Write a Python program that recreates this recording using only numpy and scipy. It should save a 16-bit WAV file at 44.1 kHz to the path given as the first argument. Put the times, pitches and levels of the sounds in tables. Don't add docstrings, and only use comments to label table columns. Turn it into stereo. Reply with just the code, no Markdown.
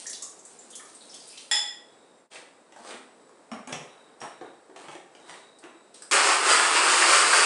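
import sys
import numpy as np
from scipy import signal
from scipy.fft import rfft, irfft, next_fast_len
from scipy.io import wavfile
from scipy.ndimage import map_coordinates

SR = 44100
rng = np.random.default_rng(int(sys.argv[2]) if len(sys.argv) > 2 else 0)


def voltage_ratio(level):
    return 10 ** (np.asarray(level, float) / 20)


def store_pcm(level_fs):
    pcm = np.round(np.clip(level_fs, -1, 1) * 32767).astype(np.int16)
    wavfile.write(sys.argv[1], SR, np.atleast_2d(pcm).T)


N = 328765

# (frequency [Hz], relative density [dB])
HUM_SPECTRUM = [(15, -69), (25, -39), (71, -29.5), (240, -6), (490, -3), (860, -7.5), (1600, -14),
                (3100, -22.5), (5000, -21.5), (6500, -25.5), (8200, -18), (9500, -22.5), (10900, -35),
                (22000, -120)]
# (time [s], mean pitch [Hz], mean level [dB])
WHINE_TRACK = [(0, 7750, -75.5), (1.8, 7750, -75.5), (1.95, 7720, -69.5), (2.2, 7580, -69.5),
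               (2.6, 7690, -73), (3.3, 7880, -69), (3.5, 7720, -73), (5.1, 7760, -72), (5.7, 7780, -68.5),
               (5.93, 7800, -68.5), (6.1, 7750, -73.5)]
# (start [s], length [s], peak level [dB])
FUZZ_SWELLS = [(1.9, .35, -71), (3.82, .36, -61), (4.25, .35, -62), (5.15, .5, -59), (5.6, .35, -66)]
# (time [s], level [dB], centre [Hz], width [octaves])
FRUIT_SMACKS = [(0.065, -25.5, 6600, 0.49), (0.0954, -28, 7500, 0.82), (0.1288, -27.5, 5300, 0.77),
                (0.1794, -45, 5800, 1), (0.2211, -25.5, 7050, 0.49), (0.248, -53, 7800, 0.46),
                (0.389, -41, 7000, 0.26), (0.4498, -36, 7730, 0.25), (0.587, -40, 7380, 0.15),
                (0.7023, -35, 8500, 1), (0.752, -28, 8450, 1), (0.8497, -43, 7280, 1),
                (0.9462, -39, 8360, 0.18), (1.1408, -31, 6650, 1), (1.2744, -37, 9060, 0.32),
                (1.3733, -32, 4170, 1)]
# (time [s], level [dB], pitch [Hz], t60 [s])
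SPOON_SQUEAKS = [(0.054, -41.5, 1860, 0.096), (0.146, -40, 3600, .08), (0.22, -48, 1120, .08),
                 (0.726, -44, 3360, 0.128), (0.796, -44.5, 1160, 0.044), (0.794, -42.5, 1930, 0.044),
                 (1.003, -43, 4000, 0.156), (1.092, -39, 5370, 0.112), (1.127, -44.5, 3300, .1),
                 (1.199, -41, 4900, 0.07), (1.294, -41.5, 5000, .08), (1.326, -46, 2600, 0.1)]
# (time [s], level [dB])
FRUIT_SLIDE = [(0.0, -43.5), (0.128, -69), (0.288, -72), (0.518, -60.5), (1.2, -59), (1.398, -51),
               (1.5, -67)]
# (time [s], level [dB])
RIM_STRIKES = [(1.513, -21)]
# (frequency [Hz], level [dB], t60 [s])
BOWL_MODES = [(824, -12, .17), (1949, -4, .2), (2062, -16, .2), (2450, -11, .08), (2724, -21, .1),
              (3365, -10, .35), (3408, -4, .45), (3461, -4, .24), (5141, -5, .34), (5070, -10, .45),
              (5421, -16, .2), (6080, -21, .2), (7255, -3, .24), (7140, -10, .3), (8010, -13, .22),
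              (8450, -20, .2), (9400, -20, .15), (9560, -16, .2), (9720, -18, .18), (9911, -21, .2),
              (10830, -18, .12)]
# (time [s], body level [dB], clack re body [dB], snap re body [dB])
LID_KNOCKS = [(2.316, -46.5, 9, -9), (2.356, -45.5, 12.5, -13), (2.722, -45, -1, -3),
              (2.761, -36, -30, -12), (2.798, -37, -27, -13), (2.847, -32, -11, -9.5),
              (2.907, -32.5, 0.5, -10), (2.939, -40, 6.5, -11), (3.292, -43, -26, -8),
              (3.515, -26, -5, -23), (3.673, -31.5, -5, -1.5), (3.726, -24.5, 0.5, -6),
              (4.214, -30.5, -4, -25), (4.411, -28, -17, -27), (4.439, -41, -13, -30),
              (4.698, -40, -15, -23), (4.761, -34.5, -3, -9), (4.839, -36.5, -6.5, -22),
              (4.883, -31.5, -2.5, -12), (4.914, -41.5, 4, -2), (4.951, -34, -3.5, -6), (5.149, -42, 2, -5),
              (5.198, -42, -11, -8), (5.294, -36, 2.5, -5), (5.339, -38, 1, -14), (5.638, -40.5, 4.5, -4.5)]
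# (frequency [Hz], width [Hz], level [dB])
LID_LOW_MODES = [(415, 140, 3), (803, 163, 2.5), (1140, 370, -3)]
# (frequency [Hz], width [Hz], level [dB])
LID_UPPER_MODES = [(1700, 480, 0), (2420, 1300, 4.5), (3170, 1150, 5)]
# (start [s], length [s], first level [dB], last level [dB], bright re dull [dB])
RUB_STROKES = [(2.303, 0.057, -55.5, -51.5, 2), (2.727, 0.15, -66, -50.5, -0.5),
               (2.892, 0.023, -54, -45, -3), (3.528, 0.01, -45.5, -48, -12), (3.694, 0.038, -44, -57.5, -8),
               (3.816, 0.29, -57, -68, -11.5), (4.191, 0.039, -58, -40.5, -8.5),
               (4.414, 0.017, -57, -50, -18), (4.767, 0.16, -52, -55, -3), (5.12, 0.23, -70, -48.5, -2.5),
               (5.632, 0.019, -47.5, -47.5, -24), (5.948, 0.084, -62.5, -72, 8.5)]
# (time [s], level [dB], from [Hz], to [Hz], length [s])
SEAL_POPS = [(2.355, -46, 3630, 1104, 0.019)]
# (time [s], level [dB], pitch [Hz])
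JAR_BOOMS = [(2.349, -45, 530), (2.801, -45, 242), (2.942, -38, 246), (3.517, -27, 242), (3.673, -30, 244),
             (3.723, -29.5, 149), (4.216, -41.5, 146), (4.223, -39, 240), (4.412, -37, 357),
             (4.415, -48, 151), (4.694, -39, 379), (4.88, -43, 155), (4.95, -54, 160), (5.301, -49, 167),
             (5.638, -34.5, 339)]
# (time [s], level [dB])
CAP_TAPS = [(3.516, -47.5), (3.7241, -39), (4.2044, -47.5), (4.2158, -45)]
# (frequency [Hz], level [dB], t60 [s])
CAP_MODES = [(3400, -7, .05), (5520, -4, .12), (5650, 0, .12), (6780, -4, .08), (8100, -3, .05),
             (8400, -7, .04), (9100, -6, .04)]
# (time [s], click level [dB], panel level [dB])
BUTTON_CLICKS = [(5.585, -42.5, -25), (5.942, -37, -18), (6.02, -28.5, -10.5)]
# (frequency [Hz], width [octaves], level re click [dB])
BUTTON_MODES = [(4900, 0.45, -7), (8200, 0.22, -1.5)]
# (frequency [Hz], width [octaves])
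PANEL_MODE = (1450, 0.64)
# (time [s], mean rate [turns/s], mean level of the base's hum [dB])
SHAFT_TRACK = [(6.11, 150, -71), (6.95, 168, -70), (7.08, 151, -57), (7.3, 163, -57.5), (7.4, 165, -63),
               (7.455, 260, -72)]
# (time [s], level [dB], centre [Hz])
BIG_PIECES = [(6.124, -9.5, 1710), (6.164, -11.5, 1320), (6.289, -10, 1160), (6.595, -12, 1340),
              (6.934, -9, 1620), (7.02, -6.5, 1650), (7.045, -11, 1090), (7.08, -10, 1360),
              (7.129, -6.5, 1400), (7.224, -13, 1310), (7.33, -5, 1280)]
# (time [s], mean roar level [dB], bright re low band [dB])
MOTOR_TRACK = [(6.112, -24, 4), (6.14, -22.5, -0.5), (6.26, -23, -3), (6.43, -27.5, -2.5), (6.5, -22, -1.5),
               (6.55, -26, -1.5), (6.8, -24.5, -4), (6.96, -24, 0.5), (7.13, -23.5, 0.5), (7.455, -25, 1)]
# (frequency [Hz], relative density [dB])
JAR_SPECTRUM = [(24, -75), (40, -50), (91, -42), (156, -33), (211, -30), (363, -5), (593, -9), (1170, -2),
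                (1870, -8), (2720, -8), (3870, -13.5), (4670, -9.5), (5910, -14), (8400, -7),
                (10900, -21.5), (14100, -58.5), (22000, -120)]
# (frequency [Hz], width [Hz], level, unused [dB])
HOUSING_MODES = [(1290, 250, 0), (4830, 200, -7), (5430, 140, -9), (9000, 320, -8)]
# (frequency [Hz], t60 [s])
WALL_DECAY = [(150, 0.45), (500, 0.53), (2000, 0.57), (5000, 0.43), (10000, 0.45)]
# (frequency [Hz], likeness [0..1])
STEREO_LIKENESS = [(60, 0.72), (170, 0.99), (470, 0.93), (1320, 0.64), (3710, 0.18), (10400, 0.033)]
# (frequency [Hz], left minus right [dB])
STEREO_LEAN = [(60, 1), (330, -0.5), (1870, -0.5), (10400, -1)]
# (time [s], level [dB])
LEVEL_DIP = [(0, 0.5), (2.2, -2), (2.26, -9), (2.298, -28), (2.31, -10.5), (2.33, -2.5)]


def unit(x):
    return x / np.sqrt(np.mean(x ** 2) + 1e-20)


def along(points, hz):
    f, v = np.transpose(points)
    return np.interp(np.log(hz + 1), np.log(f + 1), v)


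def curves(rows):
    s, *cols = np.transpose(rows)
    t = np.arange(N) / SR
    gate = (t >= s[0]) * (t <= s[-1])
    return [np.interp(t, s, c) for c in cols] + [gate]


def wobble(knots_per_s):
    knots = rng.standard_normal(int(N * knots_per_s / SR) + 4)
    return map_coordinates(knots, [np.arange(N) * knots_per_s / SR])


def filtered(x, response):
    m = next_fast_len(x.shape[-1] + 8192)
    return irfft(rfft(x, m) * response(np.fft.rfftfreq(m, 1 / SR)), m)[..., :x.shape[-1]]


def low_cut(corner_hz, order):
    return lambda hz: (1j * hz / (corner_hz + 1j * hz)) ** order


def peaks(table):
    def response(f):
        total = 0
        for k, (c, w, db) in enumerate(table):
            total = total + (-1) ** k * voltage_ratio(db) * 1j * f * w / (c * c - f * f + 1j * f * w)
        return total
    return response


def grit(per_s, spread_db):
    hits = rng.random(N) < per_s / SR
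    sizes = rng.standard_normal(N) * voltage_ratio(spread_db * rng.exponential(size=N))
    return unit(hits * sizes)


def pair(x):
    def turn(hz):
        return np.arccos(np.clip(along(STEREO_LIKENESS, hz), 0, 1)) / 2
    mid = filtered(x[..., 0, :], lambda hz: np.cos(turn(hz)))
    side = filtered(x[..., 1, :], lambda hz: np.sin(turn(hz)))
    return np.stack([mid + side, mid - side], axis=-2)


def ring(modes, t, blur):
    out = 0
    for hz, db, t60_s in modes:
        drift = blur * np.cumsum(rng.standard_normal(len(t))) / np.sqrt(SR)
        level = voltage_ratio(db + rng.normal(0, 1.5) - 60 * t / t60_s)
        out = out + level * np.sin(2 * np.pi * hz * t + drift)
    return out


def puffs(table, t60s_s, attack_s=0.0024):
    out, t = np.zeros(N + SR), np.arange(SR // 6) / SR
    for (s, db, hz, octaves), t60_s in zip(table, t60s_s):
        puff = voltage_ratio(-60 * t / t60_s) * (1 - np.exp(-t / attack_s)) * rng.standard_normal(len(t))
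        resonance = peaks([(hz, hz * np.clip(octaves, .03, 3), 0)])
        burst = filtered(puff, lambda f: resonance(f) ** 2)
        out[round(s * SR):][:len(t)] += voltage_ratio(db) * burst / np.abs(burst).max()
    return out[:N]


def hum():
    noise = rng.standard_normal((2, N))
    shaped = unit(pair(filtered(noise, lambda hz: voltage_ratio(along(HUM_SPECTRUM, hz)))))
    return voltage_ratio(-54.5 + .7 * wobble(6)) * shaped


def whine():
    t = np.arange(N) / SR
    hz, db, on = curves(WHINE_TRACK)
    phase = 2 * np.pi * np.cumsum(hz + 45 * wobble(90)) / SR
    swell = voltage_ratio(-73)
    for s, length_s, top_db in FUZZ_SWELLS:
        swell = swell + voltage_ratio(top_db) * np.sin(np.pi * np.clip((t - s) / length_s, 0, 1))
    fuzz = swell * np.sin(phase / 2.03) * unit(wobble(320))
    return on * (voltage_ratio(db + 2.2 * wobble(20)) * np.sin(phase) + fuzz)


def rubbing():
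    grip_s, slip_off_db_per_s = 0.02, 246
    t, slips, out = np.arange(N) / SR, grit(1600, spread_db=1.3), 0
    dull = unit(filtered(slips, peaks([(553, 830, -5), (1400, 1440, -7)])))
    bright = unit(filtered(slips, peaks([(4000, 1870, 0.73), (8620, 1200, 0.27)])))
    for s, length_s, first_db, last_db, bright_db in RUB_STROKES:
        level_db = np.interp(t, [s, s + length_s], [first_db, last_db])
        level_db = level_db - slip_off_db_per_s * np.maximum(t - s - length_s, 0)
        grip = np.clip((t - s) / grip_s + 1, 0, 1) ** 2
        out = out + grip * voltage_ratio(level_db) * (dull + voltage_ratio(bright_db) * bright)
    return out * voltage_ratio(2.35 * wobble(30))


def seal():
    out = np.zeros(N)
    for s, db, from_hz, to_hz, length_s in SEAL_POPS:
        u = np.linspace(0, 1, int(length_s * SR))
        hz = from_hz * (to_hz / from_hz) ** u
        out[round(s * SR):][:len(u)] += voltage_ratio(db) * np.sin(np.pi * u) * np.sin(2 * np.pi * np.cumsum(hz) / SR)
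    return out


def jar():
    out, t = np.zeros(N), np.arange(SR // 3) / SR
    for s, db, hz in JAR_BOOMS:
        envelope = voltage_ratio(db - 60 * t / .085) * (1 - np.exp(-t / .0015))
        out[round(s * SR):][:len(t)] += envelope * np.sin(2 * np.pi * hz * t)
    return out


def cap():
    out, t = np.zeros(N), np.arange(SR // 3) / SR
    for s, db in CAP_TAPS:
        out[round(s * SR):][:len(t)] += voltage_ratio(db) * ring(CAP_MODES, t, blur=24)
    return out


def button():
    clicks = []
    for s, db, panel_db in BUTTON_CLICKS:
        for hz, octaves, mode_db in BUTTON_MODES + [(*PANEL_MODE, panel_db)]:
            clicks.append((s, db + mode_db, hz, octaves))
    return puffs(clicks, [.055] * len(clicks), attack_s=.001)


def hands():
    out, t = np.zeros(N), np.arange(SR // 3) / SR
    low, upper = peaks(LID_LOW_MODES), peaks(LID_UPPER_MODES)
    sharp = peaks([(5000, 3000, -3), (8500, 4000, 0)])

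    def struck(blow, response):
        x = filtered(blow, response)
        return x / np.abs(x).max()

    for s, db, clack_db, snap_db in LID_KNOCKS:
        blow = (1 - np.exp(-t / 0.00091)) * voltage_ratio(-60 * t / 0.022) * rng.standard_normal(len(t))
        body = struck(blow, lambda f: low(f) / (1 + 1j * f / 1800))
        clack = struck(blow, lambda f: upper(f) / (1 + 1j * f / 3500))
        snap = struck(blow, lambda f: sharp(f) ** 2)
        out[round(s * SR):][:len(t)] += voltage_ratio(db) * (body + voltage_ratio(clack_db) * clack + voltage_ratio(snap_db) * snap)
    return out


def bowl():
    out, t = np.zeros(N), np.arange(SR) / SR
    crack_modes = peaks([(940, 33, 7.9), (2600, 430, 11.6), (6960, 6400, 2.3)])
    for s, db in RIM_STRIKES:
        crack = filtered(voltage_ratio(-60 * t / 0.049) * rng.standard_normal(len(t)), crack_modes)
        out[round(s * SR):][:len(t)] += voltage_ratio(db) * (ring(BOWL_MODES, t, blur=14.6) + 0.83 * crack)
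    return filtered(out, low_cut(450, order=2))


def smacks():
    return puffs(FRUIT_SMACKS, [.055] * len(FRUIT_SMACKS), attack_s=0.0027)


def squeaks():
    bursts = [(s, db, hz, .16) for s, db, hz, t60_s in SPOON_SQUEAKS]
    return puffs(bursts, [row[3] for row in SPOON_SQUEAKS], attack_s=0.0046)


def slide():
    db, on = curves(FRUIT_SLIDE)
    crackle = filtered(grit(1500, spread_db=-0.5), peaks([(4140, 3300, 0.5), (8900, 1400, 7)]))
    return on * voltage_ratio(db + 2.0 * wobble(25.87)) * unit(crackle)


def shaft():
    hz, db, on = curves(SHAFT_TRACK)
    phase = 2 * np.pi * np.cumsum(hz * (1 + .015 * wobble(8))) / SR
    return on * voltage_ratio(db + 2.4 * wobble(13)) * np.sin(phase)


def pieces(count=14):
    start_s, end_s = MOTOR_TRACK[0][0], MOTOR_TRACK[-1][0]
    thuds = [(s, db, hz, 0.59) for s, db, hz in BIG_PIECES]
    for k, (a, b, c) in enumerate(rng.random((count, 3))):
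        s = start_s + (end_s - start_s) * (k + a) / count
        thuds.append((s, -18.5 + 6 * (b - .5), 1250 * 1.27 ** (c - .5), 0.59))
    return puffs(thuds, [.05] * len(thuds))


def blender():
    roar_db, bright_db, on = curves(MOTOR_TRACK)
    shaft_hz = curves(SHAFT_TRACK)[0]
    turns = 2 * np.pi * np.cumsum(shaft_hz * (1 + 0.01416 * wobble(5))) / SR
    air = (1 + .3 * np.cos(turns)) * rng.standard_normal(N)
    drive = air + .6 * grit(2500, spread_db=1.2)
    housing = peaks([(c, w, 0) for c, w, db in HOUSING_MODES])

    def colour(hz):
        return voltage_ratio(along(JAR_SPECTRUM, hz)) * (1.5 + 0.5 * np.abs(housing(hz)))

    def low_share(hz):
        return 1 / (1 + (hz / 3000) ** 4)

    low = unit(filtered(drive, lambda hz: colour(hz) * np.sqrt(low_share(hz))))
    high = unit(filtered(drive, lambda hz: colour(hz) * np.sqrt(1 - low_share(hz))))
    low = voltage_ratio(0.99 * wobble(35)) * low
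    high = voltage_ratio(bright_db + 0.33 * wobble(28)) * high
    roar = voltage_ratio(roar_db + 1.6 * wobble(22)) * (low + high)
    return filtered(on * roar, low_cut(70, order=1))


def kitchen(x):
    size, first_wall = 8192, 180
    count = -(-N // size)
    hz, t, z = signal.stft(rng.standard_normal((count, 2, SR * 3 // 4)), SR, nperseg=256)
    decay = voltage_ratio(-60 * t / along(WALL_DECAY, hz)[:, None])
    tails = pair(signal.istft(z * decay, SR, nperseg=256)[1])
    tails = tails / np.sqrt(np.mean(np.sum(tails ** 2, axis=-1)))
    stretches = np.pad(x, (0, count * size - N)).reshape(count, 1, size)
    wet = signal.fftconvolve(stretches, tails, axes=2)
    out = np.zeros((2, N + 2 * SR))
    for k in range(count):
        out[:, k * size + first_wall:][:, :wet.shape[2]] += wet[k]
    return out[:, :N]


def scene():
    small = smacks() + squeaks() + slide() + bowl() + hands() + rubbing() + button() + seal() + jar() + cap()
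    small = filtered(small, low_cut(81, order=3))
    roar, thuds = blender(), pieces()
    left_right_db = [[-1.5], [-.6]]
    direct = small + voltage_ratio(left_right_db) * (roar + thuds) + shaft()
    echo = kitchen(voltage_ratio(4.5) * small + voltage_ratio(2.62) * roar + voltage_ratio(-3) * thuds)
    return direct + filtered(echo, low_cut(98.5, order=3)) + hum() + whine()


def top_cut(x):
    return signal.sosfilt(signal.butter(12, 11020, fs=SR, output="sos"), x)


def record(dry):
    top_hz = 11025

    def response(hz):
        lean = voltage_ratio(along(STEREO_LEAN, hz) * np.array([[.5], [-.5]]))
        return lean * (hz < top_hz) * low_cut(60, order=1)(hz)

    mix = filtered(dry * voltage_ratio(curves(LEVEL_DIP)[0]), response)
    return top_cut(mix)


dry = scene()
out = record(dry)
store_pcm(out)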